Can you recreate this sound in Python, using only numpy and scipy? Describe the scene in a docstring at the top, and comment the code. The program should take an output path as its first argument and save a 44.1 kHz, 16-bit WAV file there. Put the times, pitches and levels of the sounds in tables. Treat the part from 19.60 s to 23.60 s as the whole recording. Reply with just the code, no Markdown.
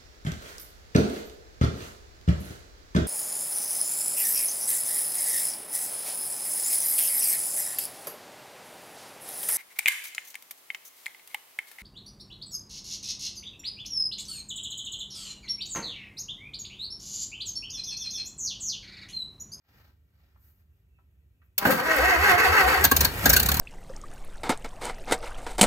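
"""A low hum of room noise and faint handling open the scene in a quiet workshop.
An old four-cylinder petrol engine is then started on a bare chassis: the contact snaps, the pinion
slams in, and the gear grinds, slowing at each compression while the pipe puffs. The engine catches
with spitting jets of gas that excite the modes of the block, coasts for a moment, then picks up
speed over its exhaust throb and valve clatter."""
import sys
import numpy as np
from scipy import signal
from scipy.fft import rfft, irfft, next_fast_len
from scipy.io import wavfile

SR = 44100
rng = np.random.default_rng(int(sys.argv[2]) if len(sys.argv) > 2 else 0)


def generate_wav(sig):
    """Save sig (samples, or channels by samples) to the path in sys.argv[1] as 16-bit PCM at SR."""
    pcm = np.round(np.clip(np.atleast_2d(sig).T, -1, 1) * 32767).astype(np.int16)
    wavfile.write(sys.argv[1], SR, pcm)


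N = 176400
T = np.arange(N) / SR


def from_db(db):
    """Amplitude ratio of a level in decibels."""
    return 10 ** (np.asarray(db) / 20)

def unit_rms(x):
    """Normalisation to unit mean power."""
    return x / np.sqrt(np.mean(x ** 2) + 1e-20)

def in_time(rows):
    """Linear interpolation of (time [s], value) points."""
    return np.interp(T, *np.transpose(rows))

def gain_at(points, hz):
    """Gain of a (frequency [Hz], level [dB]) curve, interpolated in log frequency."""
    f, db = np.transpose(points)
    return from_db(np.interp(np.log(hz + 1), np.log(f), db))

def noise(spectrum, gate=1):
    """Source and filter: gated white noise shaped by a spectrum, at unit rms."""
    white = rng.standard_normal(N) * gate
    return unit_rms(irfft(rfft(white) * gain_at(spectrum, np.fft.rfftfreq(N, 1 / SR)), N))

def drift(corner_hz):
    """Random fluctuation: low-passed noise at unit rms."""
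    r = np.exp(-2 * np.pi * corner_hz / SR)
    return unit_rms(signal.lfilter([1], [1, -2 * r, r * r], rng.standard_normal(N + SR))[SR:])

def resonate(x, hz, width_hz):
    """A damped resonator with unit peak gain."""
    r = np.exp(-np.pi * width_hz / SR)
    feedback = [1, -2 * r * np.cos(2 * np.pi * hz / SR), r * r]
    return signal.lfilter(np.array([1, 0, -1]) * (1 - r * r) / 2, feedback, x)

def burst(start, rise, hold, decay):
    """Transient envelope: linear attack, exponential decay from start + hold."""
    return np.clip((T - start) / rise, 0, 1) * np.exp(-np.maximum(T - start - hold, 0) / decay)

def swell(middle, half):
    """Gaussian envelope, down to 1/e at middle +/- half."""
    return np.exp(-np.minimum(((T - middle) / half) ** 2, 40))


# room noise spectrum: (frequency [Hz], level [dB])
AMBIENT_SPECTRUM = [(20, -28), (45, -5.5), (72, 5.5), (110, -5.5), (200, -18.5), (450, -29), (800, -40),
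                    (2200, -39.5), (3200, -43), (5000, -50), (15000, -40)]

def ambience():
    """Stationary noise, concentrated in the bass, fades in quickly and stays."""
    return from_db(-60) * np.clip((T - 0.083) / 0.016, 0, 1) * noise(AMBIENT_SPECTRUM)


# sleeve movements: (centre time [s], half-length [s], rustle level [dB], hiss level [dB])
RUSTLES = [(0.194, 0.11, -58.5, -72), (0.635, 0.14, -70, -85), (0.87, 0.068, -71, -62),
           (1, 0.039, -75, -72), (1.168, 0.06, -79, -80), (1.854, 0.025, -95, -73)]
# light knocks: (time [s], level [dB], frequency [Hz])
KNOCKS = [(0.755, -65.5, 905), (1.385, -67, 1000), (1.816, -65.5, 1350)]

def handling():
    """Friction of sleeves gives broadband noise; knocks excite heavily damped small parts."""
    rustle_level = sum(from_db(db) * swell(s, half) for s, half, db, _ in RUSTLES)
    hiss_level = sum(from_db(db) * swell(s, half) for s, half, _, db in RUSTLES)
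    knocks = 0
    for s, db, hz in KNOCKS:
        band = resonate(rng.standard_normal(N), hz, width_hz=860)
        band = resonate(band, hz, width_hz=860)
        knocks += from_db(db) * burst(s, 0.0029, 0.0053, 0.013) * unit_rms(band)
    rustle = noise([(100, 11), (400, -5), (1800, -3.5), (3200, -12), (4800, -10.5), (9000, -27),
                    (15000, -10)], gate=from_db(2 * drift(56)))
    hiss = noise([(3000, -41), (6000, -19), (11000, -16), (11850, 1), (12600, -8), (14500, -2),
                  (15800, -7.5)])
    return rustle_level * rustle + hiss_level * hiss + knocks


# whistle envelope: (time [s], level [dB])
SQUEAK_LEVEL = [(1.0, -115), (1.13, -87), (1.22, -95), (1.31, -86), (1.38, -87), (1.47, -84), (1.62, -90),
                (1.78, -83), (1.86, -82), (1.95, -88), (2.05, -125)]

def squeak():
    """A faint sinking whistle wavers by random frequency and amplitude modulation."""
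    start_hz, sag_hz_per_s, waver_hz, flutter_db = 2676, 120, 32.4, 4.5
    hz = start_hz - sag_hz_per_s * (T - SQUEAK_LEVEL[0][0]) + waver_hz * drift(30)
    level = from_db(in_time(SQUEAK_LEVEL) + flutter_db * drift(13))
    return level * np.sin(2 * np.pi * np.cumsum(hz) / SR)


# starter contact and pinion ticks: (time [s], level [dB], decay [s])
SNAPS = [(1.9795, -7.5, 0.0058), (2.052, -23.5, 0.032), (2.071, -28, 0.0089), (2.106, -18.5, 0.032),
         (2.362, -24, 0.021)]
# their spectrum: (frequency [Hz], level [dB])
SNAP_SPECTRUM = [(300, -26), (2000, -7), (3500, -3.5), (7000, -4), (11500, 3.5), (14500, 4), (16000, 11)]

def contact_snaps():
    """Brief impacts have broad spectra: the contact snaps and the pinion ticks."""
    envelope = sum(from_db(db) * burst(s, 0.00065, 0.0022, decay) for s, db, decay in SNAPS)
    return envelope * noise(SNAP_SPECTRUM)


# modes of the iron block and its covers: (frequency [Hz], bandwidth [Hz], level [dB])
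BLOCK_MODES = [(244, 95, 1), (520, 110, -3), (758, 140, -3.5), (1040, 260, -6), (1567, 103, 4),
               (1930, 410, -15), (1930, 84, -11), (2800, 650, -17.5), (4290, 190, -20)]

def block(envelope):
    """Modal superposition: a rough force following the envelope drives modes of alternating sign."""
    def response(force):
        return sum((-1) ** k * from_db(db) * resonate(force, hz, width)
                   for k, (hz, width, db) in enumerate(BLOCK_MODES))
    white = rng.standard_normal(N)
    return response(white * envelope + 1e-12) / np.std(response(white))


# pinion impacts and rebounds: (time [s], clang level [dB], clang decay [s], thud level [dB])
SLAMS = [(2.022, -29.5, 0.0048, -66), (2.0506, -14.5, 0.013, -21.5), (2.11, -24, 0.02, -36),
         (2.189, -32, 0.026, -44)]
# frame shudder: (frequency [Hz], level [dB])
THUD_SPECTRUM = [(80, -16), (140, -5), (210, 1), (280, -2), (370, -15), (500, -11), (800, -11.5),
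                 (3000, -33)]

def pinion_slam():
    """Impact excitation: the pinion hits the ring gear, the block clangs and the frame thuds."""
    frame_hz, sag_hz_per_s = 265.2, 900
    clang = block(sum(from_db(db) * burst(s, 0.0019, 0.0043, decay) for s, db, decay, _ in SLAMS))
    shudder, thud = noise(THUD_SPECTRUM), 0
    for s, _, _, db in SLAMS:
        ring = from_db(-1) * np.sin(2 * np.pi * (frame_hz - sag_hz_per_s * (T - s) / 2) * (T - s))
        thud += from_db(db) * burst(s, rise=0.015, hold=0.015, decay=0.046) * (shudder + ring)
    return clang + thud


# gear meshing, sagging at each compression: (time [s], tooth rate [Hz])
TOOTH_RATE = [(2.05, 200), (2.12, 283), (2.2, 240.6), (2.27, 323.3), (2.33, 326.7), (2.395, 248.5),
              (2.455, 370.5), (2.5, 390.3), (2.57, 317.1), (2.635, 412.2), (2.665, 419.8), (2.725, 353),
              (2.755, 352.4), (2.78, 434.9), (2.825, 436.3), (2.87, 364.8), (2.91, 371.5), (2.935, 444),
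              (2.97, 434.4), (3.03, 364.5), (3.065, 373.6), (3.09, 447.5), (3.115, 451.6), (3.16, 373),
              (3.205, 368.2), (3.26, 451.8)]
# envelopes of the gear and of its surging rasp: (time [s], level [dB])
GEAR_LEVEL = [(1.975, -140), (1.985, -40), (2.045, -28.5), (2.07, -28.5), (2.118, -24.5), (2.16, -33.5),
              (2.2, -26), (2.228, -30.5), (2.308, -24.5), (2.386, -24.5), (2.418, -25), (2.46, -21.5),
              (2.552, -24.5), (2.59, -26), (2.704, -17.5), (2.74, -20), (2.768, -28), (2.786, -20),
              (2.85, -20), (2.91, -25), (2.995, -17.5), (3.054, -24), (3.136, -17.5), (3.208, -28),
              (3.25, -24), (3.3, -77), (3.5, -140)]
RASP_LEVEL = [(2.24, -40), (2.316, -17.5), (2.326, -25.5), (2.428, -28), (2.458, -19.5), (2.466, -25),
              (2.502, -19.5), (2.54, -22.5), (2.616, -30.5), (2.626, -23), (2.706, -17.5), (2.768, -36),
              (2.78, -20), (2.872, -21), (2.88, -37), (2.888, -22), (2.914, -36), (2.924, -21),
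              (2.968, -21), (2.982, -11.5), (2.996, -29), (3.012, -18), (3.068, -63), (3.078, -24),
              (3.164, -30.5), (3.22, -33)]
# housing resonances that colour the whine; grind and rasp spectra: (frequency [Hz], level [dB])
HOUSING_RESPONSE = [(200, -14), (300, -15), (365, -10), (430, -17), (530, 0), (600, -11.5), (660, -3.5),
                    (740, -3.5), (840, -11.5), (950, -12.5), (1120, -11), (1200, -17), (1300, -8),
                    (1380, -11.5), (1490, -8.5), (1600, -7), (1750, -13.5), (2000, -5.5), (2200, -22),
                    (2350, -34), (2500, -19), (3500, -46)]
GRIND_SPECTRUM = [(60, -8.5), (180, -13.5), (350, -10), (480, -1.5), (620, -10), (760, -6), (1000, -0.5),
                  (1600, -2.5), (2050, -6), (2500, -8.5), (3400, -17.5), (4600, -20), (7000, -21.5),
                  (9600, -19.5), (12000, -19.5), (15000, -20.5)]
RASP_SPECTRUM = [(800, -39), (1380, -3), (1500, 4.5), (1750, -2), (2000, 4.5), (2200, -3.5), (2330, -23),
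                 (2520, -1.5), (2750, -9.5), (3300, -25.5), (6800, -20.5), (9500, -60), (15000, -25)]

def starter():
    """Periodic tooth contact gives a harmonic whine and modulates the noise of sliding friction."""
    jitter, flutter_db, grind_depth, rasp_depth = 0.007, 3.3, 0.29, 0.55
    rate = in_time(TOOTH_RATE)
    tooth_phase = 2 * np.pi * np.cumsum(rate * (1 + jitter * drift(44.5))) / SR
    whine = 0
    for k in range(1, 8):
        gain = gain_at(HOUSING_RESPONSE, k * rate) * from_db(flutter_db * drift(46))
        whine += gain * np.sin(k * tooth_phase + rng.uniform(0, 2 * np.pi))
    scrape = np.exp(grind_depth * np.cos(tooth_phase)) * from_db(2 * drift(68))
    housing_ring = unit_rms(resonate(rng.standard_normal(N) * scrape, hz=4534, width_hz=160))
    start, end = RASP_LEVEL[0][0], RASP_LEVEL[-1][0]
    surge = from_db(in_time(RASP_LEVEL) - 3) * burst(start, 0.017, end - start, 0.022)
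    rasp = surge * noise(RASP_SPECTRUM, np.exp(rasp_depth * np.cos(tooth_phase)))
    grind = noise(GRIND_SPECTRUM, scrape)
    gear = from_db(-3.5) * (np.sqrt(2) * whine + grind) + from_db(-21) * housing_ring
    return from_db(in_time(GEAR_LEVEL)) * gear + rasp


# cranking puffs: (centre time [s], half-length [s], frequency [Hz], level [dB], glide [Hz/s])
PUFFS = [(2.433, 0.05, 63, -29.5, 60), (2.603, 0.039, 73, -28.5, 300), (2.746, 0.011, 88.7, -29.5, -2),
         (2.903, 0.029, 78, -26, 350), (3.063, 0.039, 64, -28.5, 77), (3.204, 0.033, 72.6, -28.5, 246)]

def pipe_puffs():
    """The pipe's air column sounds in short low chirps, mostly rising, during cranking."""
    puffs = 0
    for s, half, hz, db, glide in PUFFS:
        phase = 2 * np.pi * (hz + glide * (T - s) / 2) * (T - s)
        puffs += from_db(db) * swell(s, half) * np.sin(phase)
    return np.sqrt(2) * puffs


# vibration of the running engine: (time [s], level [dB])
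VIBRATION_LEVEL = [(3.15, -140), (3.21, -30.5), (3.25, -28), (3.3, -38), (3.44, -26), (3.5, -36.5),
                   (3.6, -31), (3.68, -24.5), (3.8, -30.5), (4.0, -32)]
# valve gear and covers: (frequency [Hz], level [dB])
CLATTER_SPECTRUM = [(100, -33), (240, -2), (400, 3), (900, -1.5), (1700, 0.5), (2500, -3.5), (3600, -10.5),
                    (6500, -12.5), (10000, -7.5), (14500, -8.5), (15600, -7)]

def clatter():
    """Dense impacts of valve gear and loose covers merge into fluctuating noise."""
    return from_db(in_time(VIBRATION_LEVEL)) * noise(CLATTER_SPECTRUM, from_db(1.6 * drift(100)))

def frame_rumble():
    """Forced vibration: the running engine shakes its frame at low frequencies."""
    rumble = noise([(25, -28), (45, -6), (70, 6.5), (150, -4), (260, -9), (600, -51), (3000, -80)])
    return from_db(in_time(VIBRATION_LEVEL) - 2.5) * rumble


# firings: (time [s], hold [s], spit level [dB], thump level [dB],
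#           low ring [Hz], its level [dB], high ring [Hz], its level [dB])
FIRINGS = [(3.2391, .014, -11.5, -25, 760.6, -25, 1630, -20.5),
           (3.312, .009, -13.5, -24, 1072, -18, 1600, -17),
           (3.363, 0.0068, -12.5, -23, 740, -33, 1580, -50),
           (3.405, 0.009, -13.5, -25, 1003, -30.5, 1776, -27.5),
           (3.446, 0.0065, -14, -29, 1034, -26, 1606, -24.5),
           (3.655, 0.007, -12, -17, 761.5, -19, 1625, -15.5),
           (3.693, 0.0091, -9, -18.5, 690, -24.5, 1500, -29),
           (3.729, 0.0077, -10.5, -24, 950, -32, 1720, -20),
           (3.763, 0.0065, -9.5, -33, 810, -44, 1530, -16),
           (3.796, 0.0045, -14.5, -24, 807, -34, 1640, -31),
           (3.8276, 0.0067, -19.5, -23, 775, -37, 1584, -44),
           (3.858, 0.0061, -20.5, -29, 790, -37, 1760, -41),
           (3.886, 0.0057, -16.5, -30, 1138, -27, 1530, -25.5),
           (3.914, .0045, -18.5, -34, 786, -28.5, 1630, -28.5),
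           (3.941, 0.0045, -20, -35, 760, -31, 1440, -45), (3.967, .005, -23.5, -28, 960, -32, 1620, -52),
           (3.994, .0071, -13, -28, 1000, -19, 1450, -27)]
# mean spectrum of the gas jet: (frequency [Hz], level [dB])
JET_SPECTRUM = [(800, -20), (2500, -3.5), (3600, -4.5), (4200, 4), (4900, -4.5), (6600, 1.5), (8000, -3.5),
                (9600, 2), (11500, 2.5), (13000, -0.5), (14600, 10), (15600, 1)]

def firing_spits():
    """Turbulent jet noise sputters at each firing, with fresh spectral peaks and dips each time."""
    hz = np.geomspace(500, 16000, 90)
    mean_db, spread_db = 20 * np.log10(gain_at(JET_SPECTRUM, hz)), 3.5
    sputter = from_db(1.6 * drift(250))
    spits = 0
    for s, hold, db, *_ in FIRINGS:
        spectrum = np.c_[hz, mean_db + spread_db * rng.standard_normal(len(hz))]
        spits += from_db(db) * burst(s, 0.0025, hold, 0.0051) * noise(spectrum, sputter)
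    return spits

def firing_barks():
    """Damped oscillation: each firing rings at two wavering pitches and shakes the block."""
    waver_hz = 80
    wavers = [np.cumsum(waver_hz * drift(101.1)) / SR for _ in range(2)]
    rings = shake = 0
    for s, hold, _, _, low_hz, low_db, high_hz, high_db in FIRINGS:
        envelope = burst(s, 0.0062, hold, 0.0068)
        for hz, db, waver in zip((low_hz, high_hz), (low_db, high_db), wavers):
            rings += from_db(db) * envelope * np.sin(2 * np.pi * (hz * T + waver))
            shake += from_db(db) * envelope / 2
    return from_db(-2) * block(shake) + from_db(-1) * np.sqrt(2) * rings

def exhaust_thumps():
    """Pipe resonance: a low note and its octave ring briefly just after each firing."""
    pipe_hz, delay_s = 71, 0.0249
    thumps = 0
    for s, _, _, db, *_ in FIRINGS:
        phase = 2 * np.pi * pipe_hz * (T - s - delay_s)
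        note = np.sin(phase) + from_db(-6) * np.sin(2 * phase)
        thumps += from_db(db) * burst(s + delay_s, 0.0058, 0.0017, 0.013) * note
    return np.sqrt(2) * thumps


# envelope of the exhaust note: (time [s], level [dB])
THROB_LEVEL = [(3.24, -140), (3.28, -55), (3.45, -35.5), (3.6, -38), (3.7, -31.5), (3.85, -31.5),
               (4.0, -26)]
# pipe response: (frequency [Hz], level [dB])
PIPE_RESPONSE = [(25, -44), (42, -9), (62, -5), (78, -5.5), (100, -7.5), (150, -18.5), (250, -20.5),
                 (600, -17), (3000, -80)]

def exhaust_throb():
    """Periodic forcing: the pipe sounds harmonics of the stroke rate, in step with the firings."""
    coast_hz, delay_s = 25, 0.02785
    times = np.array(FIRINGS)[:, 0]
    strokes = np.maximum(1, np.floor(np.diff(times) * coast_hz))  # a long gap holds unfired strokes
    cycle = np.interp(T - delay_s, times, np.r_[0, np.cumsum(strokes)])
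    rate = np.gradient(cycle) * SR
    note = sum(gain_at(PIPE_RESPONSE, k * rate) * np.cos(2 * np.pi * k * cycle) for k in range(1, 9))
    return from_db(in_time(THROB_LEVEL)) * np.sqrt(2) * note


# lead of left over right: (frequency [Hz], phase [rad])
STEREO_PHASE = [(0, 0), (400, 0), (6500, -6.28), (16000, 2.8)]
# left minus right: (frequency [Hz], level [dB])
STEREO_BALANCE = [(60, -2.4), (125, -0.2), (250, 2.2), (700, 1), (1200, 1), (2500, -0.5), (4300, 3.5),
                  (6500, 0.5), (15000, -0.5)]
# early reflections off chassis and floor; wall reverberation: (frequency [Hz], level [dB])
EARLY_SPECTRUM = [(100, -23.5), (300, -15), (1000, -4), (2200, -2), (5000, -3.5), (8000, -14), (15000, -14)]
REVERB_SPECTRUM = [(60, -12), (250, 1.5), (700, 0.5), (4500, 1), (8000, -13), (15000, -8)]

def workshop(x, wet_db):
    """Direct sound, early reflections and an exponentially decaying diffuse field add in stereo."""
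    wall_delay_s, t60_s = 0.0079, 0.22
    size = next_fast_len(N + SR)
    hz = np.fft.rfftfreq(size, 1 / SR)
    spectrum = rfft(x, size)
    lead = np.interp(hz, *np.transpose(STEREO_PHASE))
    group_delay = np.interp(hz, np.linspace(0, SR / 2, 60), rng.uniform(.001, .005, 60))
    early = np.exp(-2j * np.pi * np.cumsum(group_delay) * hz[1]) * gain_at(EARLY_SPECTRUM, hz)
    channels = []
    for side in (1, -1):
        tail = rng.standard_normal(N) * (T > wall_delay_s) * from_db(-60 * T / t60_s)
        tail /= np.sqrt(np.sum(tail ** 2))
        diffuse = rfft(tail, size) * from_db(wet_db) * gain_at(REVERB_SPECTRUM, hz)
        near = np.exp(.5j * side * lead) * (1 + side * early)
        balance = gain_at(STEREO_BALANCE, hz) ** (side / 2)
        channels.append(irfft(spectrum * (near + diffuse) * balance, size)[:N])
    return np.array(channels)


def scene():
    """Superposition of all sources in the workshop, with impacts, firings and exhaust the driest."""
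    background = from_db(-1.5) * (ambience() + handling() + squeak() + clatter() + frame_rumble())
    impacts = contact_snaps() + pinion_slam()
    engine = pipe_puffs() + firing_spits() + firing_barks() + exhaust_thumps() + exhaust_throb()
    return (workshop(background, wet_db=-5.5) + workshop(starter(), wet_db=-5.5)
            + workshop(impacts + engine, wet_db=-9))

def record(dry):
    """Band limiting and soft saturation: deep bass is thinned, peaks are rounded, the top is cut."""
    thin = signal.sosfilt(signal.butter(4, 42, "high", fs=SR, output="sos"), dry)
    rounded = .85 * np.tanh(thin / .85)
    return signal.sosfilt(signal.ellip(12, .1, 80, 15850, fs=SR, output="sos"), rounded)


dry = scene()
out = record(dry)
generate_wav(out)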